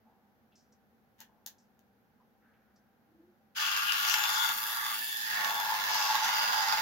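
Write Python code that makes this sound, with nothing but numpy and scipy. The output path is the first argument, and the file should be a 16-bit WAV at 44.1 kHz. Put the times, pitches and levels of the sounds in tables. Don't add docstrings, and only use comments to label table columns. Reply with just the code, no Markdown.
import sys
import numpy as np
from scipy import signal
from scipy.fft import rfft, irfft
from scipy.io import wavfile
from scipy.ndimage import uniform_filter1d, map_coordinates

SR = 44100
rng = np.random.default_rng(int(sys.argv[2]) if len(sys.argv) > 2 else 0)


def unload_audio(sound):
    columns = np.transpose(np.atleast_2d(sound))
    steps = np.round(np.clip(columns, -1, 1) * 32767)
    wavfile.write(sys.argv[1], SR, steps.astype(np.int16))


N = 300321
T = np.arange(N) / SR
FFT_SIZE = 2 ** 19
HZ = np.maximum(np.fft.rfftfreq(FFT_SIZE, 1 / SR), 1)
MOTOR_START_S = 3.546
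RUNNING_S = np.maximum(T - MOTOR_START_S, 0)

# time in seconds, relative level in dB.
GEAR_LOAD = [(3.6, -32), (3.89, -35), (4.09, -32.5), (4.51, -34.5), (4.54, -37.5), (4.86, -38.5),
             (5.16, -40), (5.39, -36), (5.57, -38), (6.01, -32.5), (6.58, -32), (6.76, -33)]
# time in seconds, gain in dB.
BOARD_COUPLING = [(3.6, -21), (4.0, -17), (4.25, -9.5), (4.9, -9.5), (5.55, -3.5), (6.15, -4.5), (6.8, -3)]
def rail_car(spin_up_s=0.027, dead_spot_s=5.14, dead_half_s=0.17, grit_db=-12, hiss_db=-42):
    (load_db,), (coupling_db,) = curves(GEAR_LOAD), curves(BOARD_COUPLING)
    dead_spot = np.exp(-((T - dead_spot_s) / dead_half_s) ** 4)
    board_gain = undb(load_db + coupling_db - 11.5 * dead_spot)
    chassis_gain = undb(load_db - 6.5 - 15 * dead_spot)
    shell_gain = undb(load_db[0] + 1.038 * (load_db - load_db[0]) - 6)
    spin_up = np.clip(RUNNING_S / spin_up_s, 0, 1) ** 2
    chatter = gear_chatter() * spin_up
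    gritty = chatter + undb(grit_db) * rail_grit() * spin_up
    thud, clink = wheel_jolts()
    ringing = ringing_parts(board_force=chatter * (board_gain + thud),
                            chassis_force=chatter * chassis_gain + clink * undb(-4),
                            shell_force=gritty * shell_gain + clink)
    hiss = wheel_hiss(gritty * undb(hiss_db) + clink * undb(-8))
    return ringing + hiss + bench_rumble(chatter, board_gain)


# time in seconds, nominal turns per second.
MOTOR_SPEED = [(3.54, 48.2), (3.65, 100.7), (4.3, 104.2), (5.1, 117), (5.6, 102), (6.1, 107.5),
               (6.8, 103.2)]
def gear_chatter(teeth=12, backlash=.35, gear_ratio=5.2, shaft_db=3.5, wheel_db=1.8, room_db=-2):
    speed, = curves(MOTOR_SPEED)
    turns = np.cumsum(speed * (1 + .03 * wander(14))) / SR
    tooth = np.arange(int(turns[-1] * teeth))
    late, strength, flank = rng.standard_normal((len(tooth), 3)).T
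    hits = np.searchsorted(turns, (tooth + backlash * late) / teeth).clip(0, N - 1)
    blows = unit(np.bincount(hits, undb(4 * strength) * np.sign(flank), N))
    sliding = 0.7 * rng.standard_normal((2, N))
    angle = 2 * np.pi * turns
    pressure = undb(shaft_db * np.cos(angle) + wheel_db * np.cos(angle / gear_ratio))
    out = sliding * pressure
    travel = turns / 22
    for pace in (1, np.sqrt(3)):
        for wave in (np.cos, np.sin):
            direct = scatter(blows * pressure, delay_s=0.000902)
            echoes = undb(room_db) * room((blows + sliding[0]) * pressure)
            out += wave(travel * pace) / np.sqrt(2) * (direct + echoes)
    return spread(unit(out))


# frequency in Hz, bandwidth in Hz, relative level in dB, left minus right in dB.
BOARD_MODES = [(515.7, 79, -24.5, 1), (644, 45, -20, 0), (758, 25, -10.5, 7), (871.5, 41.5, 2.5, 1.5),
               (976, 90, -7, 4.5)]
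CHASSIS_MODES = [(1118, 6.7, 10, -4.5), (1210, 66, -0.5, -5.5), (1453, 71, 3.5, 1.5), (1398, 55, 3.5, 3),
                 (1518, 35, -7, 10), (1638, 98, 6, 3), (1770, 105, -28, -18), (1810, 40, -0.5, -9),
                 (2010, 200, -1.5, 4)]
SHELL_MODES = [(2254, 21, 3.5, -3), (2700, 120, 1.5, 10), (2810, 150, 1, 6), (3054, 160, 1.5, -2),
               (3403, 235, 0.5, 14), (3900, 610, -4, -17), (4580, 350, -0.5, 9), (4860, 180, 1.5, -13.5),
               (5370, 340, 0, -5), (6170, 450, 0, -1.5), (6760, 84, -3, 14)]
def ringing_parts(board_force, chassis_force, shell_force, pan_db_per_s=-1.43):
    drift_db = pan_db_per_s * RUNNING_S
    board = shape(board_force, modal_gain(BOARD_MODES)) * pan(3 + drift_db)
    chassis = shape(chassis_force, modal_gain(CHASSIS_MODES)) * pan(-2 + drift_db)
    shell = shape(shell_force, modal_gain(SHELL_MODES)) * pan(4.5 + drift_db)
    return board + chassis + shell


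# frequency in Hz, relative level in dB.
HISS_SPECTRUM = [(5000, -34), (7500, -1), (8300, -10.5), (9300, 0), (10700, 3), (12300, 9), (13500, 2.5),
                 (14800, 8), (15700, 2.5)]
# time in seconds, lag in microseconds.
RIGHT_EAR_LAG = [(3.6, 45), (4.1, 1.8), (4.7, 11), (5.5, 47.5), (6.8, 50)]
def wheel_hiss(force, coherence=0.51):
    lag_us, = curves(RIGHT_EAR_LAG)
    left, diffuse = force
    delayed = map_coordinates(left, [(T - lag_us / 1e6) * SR], mode="nearest")
    right = coherence * delayed + np.sqrt(1 - coherence ** 2) * diffuse
    return shape(np.array([left, right]), colour(HISS_SPECTRUM)) * pan(-1.7)


# start in seconds, relative thud and clink levels in dB.
WHEEL_JOLTS = [(3.602, -56, -31), (3.765, -36, -29), (3.922, -50, -25), (3.96, -50, -37), (4.051, -31, -28),
               (4.088, -59, -27), (4.098, -56, -25.5), (4.141, -50, -22), (4.239, -36, -27),
               (5.446, -54, -28.5), (5.719, -16.5, -47), (5.975, -32, -51.5), (6.025, -55, -29)]
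def wheel_jolts(thud_db=-12, clink_db=5.5, room_db=-9):
    thud = sum(undb(db + thud_db) * burst(s, fade_s=0.0048, rise_s=0.00026)
               for s, db, _ in WHEEL_JOLTS)
    clink = sum(undb(db + clink_db) * burst(s + .001, fade_s=0.0023, rise_s=0.00022)
                for s, db in [(start - .002, db) for start, _, db in WHEEL_JOLTS])
    crack = clink * rng.standard_normal((2, N))
    return thud, crack + undb(room_db) * room(crack[0])


def rail_grit(ticks_per_s=45, spread_db=3, room_db=-6):
    chance, strength = rng.random(N), rng.standard_normal(N)
    ticks = (chance < ticks_per_s / SR) * undb(spread_db * strength)
    return unit(scatter(ticks, delay_s=.0002) + undb(room_db) * room(ticks))


# start and end in seconds, frequency in Hz, nominal bandwidth in Hz,
# relative level in dB, left minus right in dB.
WHEEL_BINDS = [(3.56, 4.275, 2836, 646, -38, 9.5), (3.633, 4.537, 1417, 105, -40.5, 3.5),
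               (3.663, 4.957, 1192, 118, -43.5, -2.5), (4.07, 4.157, 5850, 1300, -36.5, 9.5),
               (4.045, 4.533, 6970, 430, -47, 12.5), (4.2, 4.54, 3474, 290, -41, 10),
               (4.242, 4.39, 5100, 900, -40.5, 5), (4.557, 5.69, 3460, 258, -48.5, 7.5),
               (4.687, 5.96, 1730, 190, -46, -6.5), (5.248, 5.503, 1790, 292, -41, -7),
               (5.9, 6.131, 5070, 1550, -37, 3), (5.88, 6.48, 2890, 400, -45, 3),
               (6.2, 6.304, 5970, 800, -43, -3), (6.306, 6.76, 4850, 499.8, -42, -5)]
def binding_wheels(level_db=-3.0, edge_s=0.053, waver_db=2):
    chatter, out = gear_chatter(), 0
    for start, end, hz, width, db, side_db in WHEEL_BINDS:
        swell = np.clip(np.minimum(T - start + edge_s / 4, end - T + edge_s / 2) / edge_s, 0, 1)
        gain = undb(db + level_db + waver_db * wander(25))
        out += band(chatter, hz, width) * swell * gain * pan(side_db)
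    return np.sqrt(2) * out


# frequency in Hz, relative level in dB.
BENCH_SPECTRUM = [(25, -14), (60, -8), (100, -5), (135, -0.5), (220, 4.5), (320, 0), (450, 7), (700, -8.5),
                  (1200, -19)]
def bench_rumble(chatter, board_gain, level_db=-24.5):
    gain = np.sqrt(board_gain * board_gain[-1]) * undb(level_db)
    return shape(chatter * gain, colour(BENCH_SPECTRUM))


# time in seconds, relative level in dB, knock gain in dB,
# room gain in dB.
SWITCH_BLOWS = [(1.1836, -35.5, 2, 16), (1.2027, -22.5, 1, 15), (1.2048, -7.5, -14, 0),
                (1.4624, -0.5, -23, -8), (1.4651, -0.5, -13.5, 3.5), (1.473, -9, -15, -16),
                (1.7924, -27, -5, -1)]
# frequency in Hz, relative level in dB.
SNAP_SPECTRUM = [(300, -14), (900, -23), (1700, -34), (2400, -15), (3600, 2.5), (5000, 0), (6800, 6.5),
                 (8300, -12), (10500, -4), (13000, 5), (15700, 1.5)]
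# frequency in Hz, bandwidth in Hz, relative level in dB, left minus right in dB.
CASE_MODES = [(855, 83, 3.5, 3), (1730, 220, 1, -10), (3120, 940, -11, 19)]
def switch(level_db=-22, direct_db=2, side_db=7):
    direct, to_room = np.zeros((2, 2, N))
    for s, db, knock_db, room_db in SWITCH_BLOWS:
        blow = undb(db + level_db + np.array([0, knock_db]))
        direct[:, int(s * SR)] += blow
        to_room[:, int(s * SR)] += blow * undb(room_db)
    snap, knock = (spread(scatter(near, delay_s=.0001) * undb(direct_db) * pan(side_db) + room(far))
                   for near, far in zip(direct, to_room))
    return shape(snap, colour(SNAP_SPECTRUM)) + shape(knock, modal_gain(CASE_MODES))


# start in seconds, relative level in dB, centre frequency in Hz,
# decay time in seconds.
HAND_SCUFFS = [(.05, -73, 815, 0.18), (0.519, -75.5, 2880, .03), (.554, -69, 5550, .045),
               (0.722, -67.5, 5850, 0.0091), (1.29, -76.5, 840, 0.23), (1.581, -72.5, 5660, 0.033),
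               (2.2, -68, 1000, .016), (2.42, -77, 1510, 0.37), (2.536, -75, 2400, 0.013),
               (2.758, -71.5, 5300, 0.014)]
def handling(relative_width=0.4, room_db=-6):
    scuffs = 0
    for s, db, hz, fade_s in HAND_SCUFFS:
        noise = band(rng.standard_normal(N), hz, relative_width * hz)
        scuffs += undb(db) * noise * burst(s, fade_s, rise_s=0.0019)
    return spread(scatter(scuffs, delay_s=.0001) + undb(room_db) * room(scuffs))


def low_tone(peak_s=3.24, hz=345, glide_hz_per_s=250, rise_db_per_s=116, fall_db_per_s=228):
    age = T - peak_s
    level_db = -58.5 + np.minimum(rise_db_per_s * age, -fall_db_per_s * age)
    pitch = (hz + glide_hz_per_s * age) * (1 + 0.045 * wander(92))
    phase = 2 * np.pi * np.cumsum(pitch) / SR
    tone = np.sqrt(2) * (np.sin(phase) + 0.079 * np.sin(2 * phase))
    return tone * undb(level_db + 5.5 * wander(69.6))


# frequency in Hz, relative spectral density in dB.
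AIR_SPECTRUM = [(25, -20.5), (62, -1), (140, 2), (170, -1), (240, 0.5), (330, -3), (800, -4.5),
                (1100, -11.5), (1600, -11.5), (2500, -21), (6400, -28), (8300, -38.5), (12300, -23),
                (15700, -24.5)]
# frequency in Hz, bandwidth in Hz, level in dB before stereo spreading.
HUM_BANDS = [(200, 3.7, -77.5), (224, 16.7, -74), (481, 26, -84.5), (782, 15, -82.5), (843, 10, -89.5),
             (1480, 350, -88)]
def workroom(air_db=-72.5):
    air = shape(spread(rng.standard_normal((2, N))), colour(AIR_SPECTRUM)) * undb(air_db)
    hum_power = sum((undb(db) * unit(resonance(hz, width))) ** 2 for hz, width, db in HUM_BANDS)
    hum = shape(spread(rng.standard_normal((2, N))), np.sqrt(hum_power))
    return air + hum * np.sqrt(np.mean(hum_power))


def room(x, t60_s=0.19, treble_t60_s=0.13, build_s=0.0061):
    t = T[:SR // 3]
    noise = rng.standard_normal((2, len(t)))
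    low = signal.sosfilt(signal.butter(1, 2500, fs=SR, output="sos"), noise)
    tail = low * undb(-60 * t / t60_s) + (noise - low) * undb(-60 * t / treble_t60_s)
    onset = 1 - np.exp(-(t / build_s) ** 2)
    response = unit(tail * onset) / np.sqrt(len(t))
    return signal.fftconvolve(np.atleast_2d(x), response, axes=1)[:, :N]


# frequency in Hz, side gain relative to mid in dB.
STEREO_WIDTH = [(40, 7), (130, -11), (400, -6), (900, -6.5), (1200, 0.5), (16000, -1)]
def spread(pair):
    mid = (pair[0] + pair[1]) / np.sqrt(2)
    side = irfft(rfft(pair[0] - pair[1], FFT_SIZE) * colour(STEREO_WIDTH))[:N] / np.sqrt(2)
    return np.array([mid + side, mid - side])


def scatter(x, delay_s):
    knots = np.linspace(0, SR / 2, num=90)
    delay = np.array([np.interp(HZ, knots, d) for d in rng.exponential(delay_s, (2, len(knots)))])
    phase = 2 * np.pi * np.cumsum(delay, axis=1) * SR / FFT_SIZE
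    return irfft(rfft(x, FFT_SIZE) * np.exp(-1j * phase))[:, :N]


def shape(x, gain):
    cepstrum = irfft(np.log(unit(gain) + 1e-6))
    cepstrum[..., 1:FFT_SIZE // 2] *= 2
    cepstrum[..., FFT_SIZE // 2 + 1:] = 0
    return irfft(rfft(x, FFT_SIZE) * np.exp(rfft(cepstrum)))[..., :N]


def modal_gain(modes):
    return np.sqrt(sum((undb(db) * pan(side_db) * resonance(hz, width)) ** 2
                       for hz, width, db, side_db in modes))


def resonance(hz, width):
    detuning = ((HZ / hz - hz / HZ) * hz / width) ** 2
    return 1 / np.sqrt((1 + detuning) * (1 + detuning / 60))


def band(x, hz, width):
    b, a = signal.iirpeak(min(hz, .45 * SR), hz / width, fs=SR)
    return unit(signal.lfilter(b, a, signal.lfilter(b, a, x)))


def colour(points):
    hz, db = np.transpose(points)
    return undb(np.interp(np.log(HZ), np.log(hz), db))


def burst(start_s, fade_s, rise_s):
    age = np.maximum(T - start_s, 0)
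    return (1 - np.exp(-age / rise_s)) * np.exp(-age / fade_s)


def wander(rate_hz):
    hold = int(SR / rate_hz)
    steps = np.repeat(rng.standard_normal(N // hold + 1), hold)
    return 1.3 * uniform_filter1d(uniform_filter1d(steps, hold), hold)[:N]


def curves(rows):
    times, *columns = np.transpose(rows)
    return [np.interp(T, times, column) for column in columns]


def pan(db):
    return undb(np.array([[.5], [-.5]]) * db)


def undb(db):
    return 10 ** (np.asarray(db) / 20)


def unit(x):
    return x / np.sqrt(np.mean(x ** 2))


def scene():
    return rail_car() + binding_wheels() + switch() + handling() + low_tone() + workroom()


def record(dry, top_hz=15800):
    return signal.sosfilt(signal.ellip(10, .2, 70, top_hz, fs=SR, output="sos"), dry)


dry = scene()
out = record(dry)
unload_audio(out)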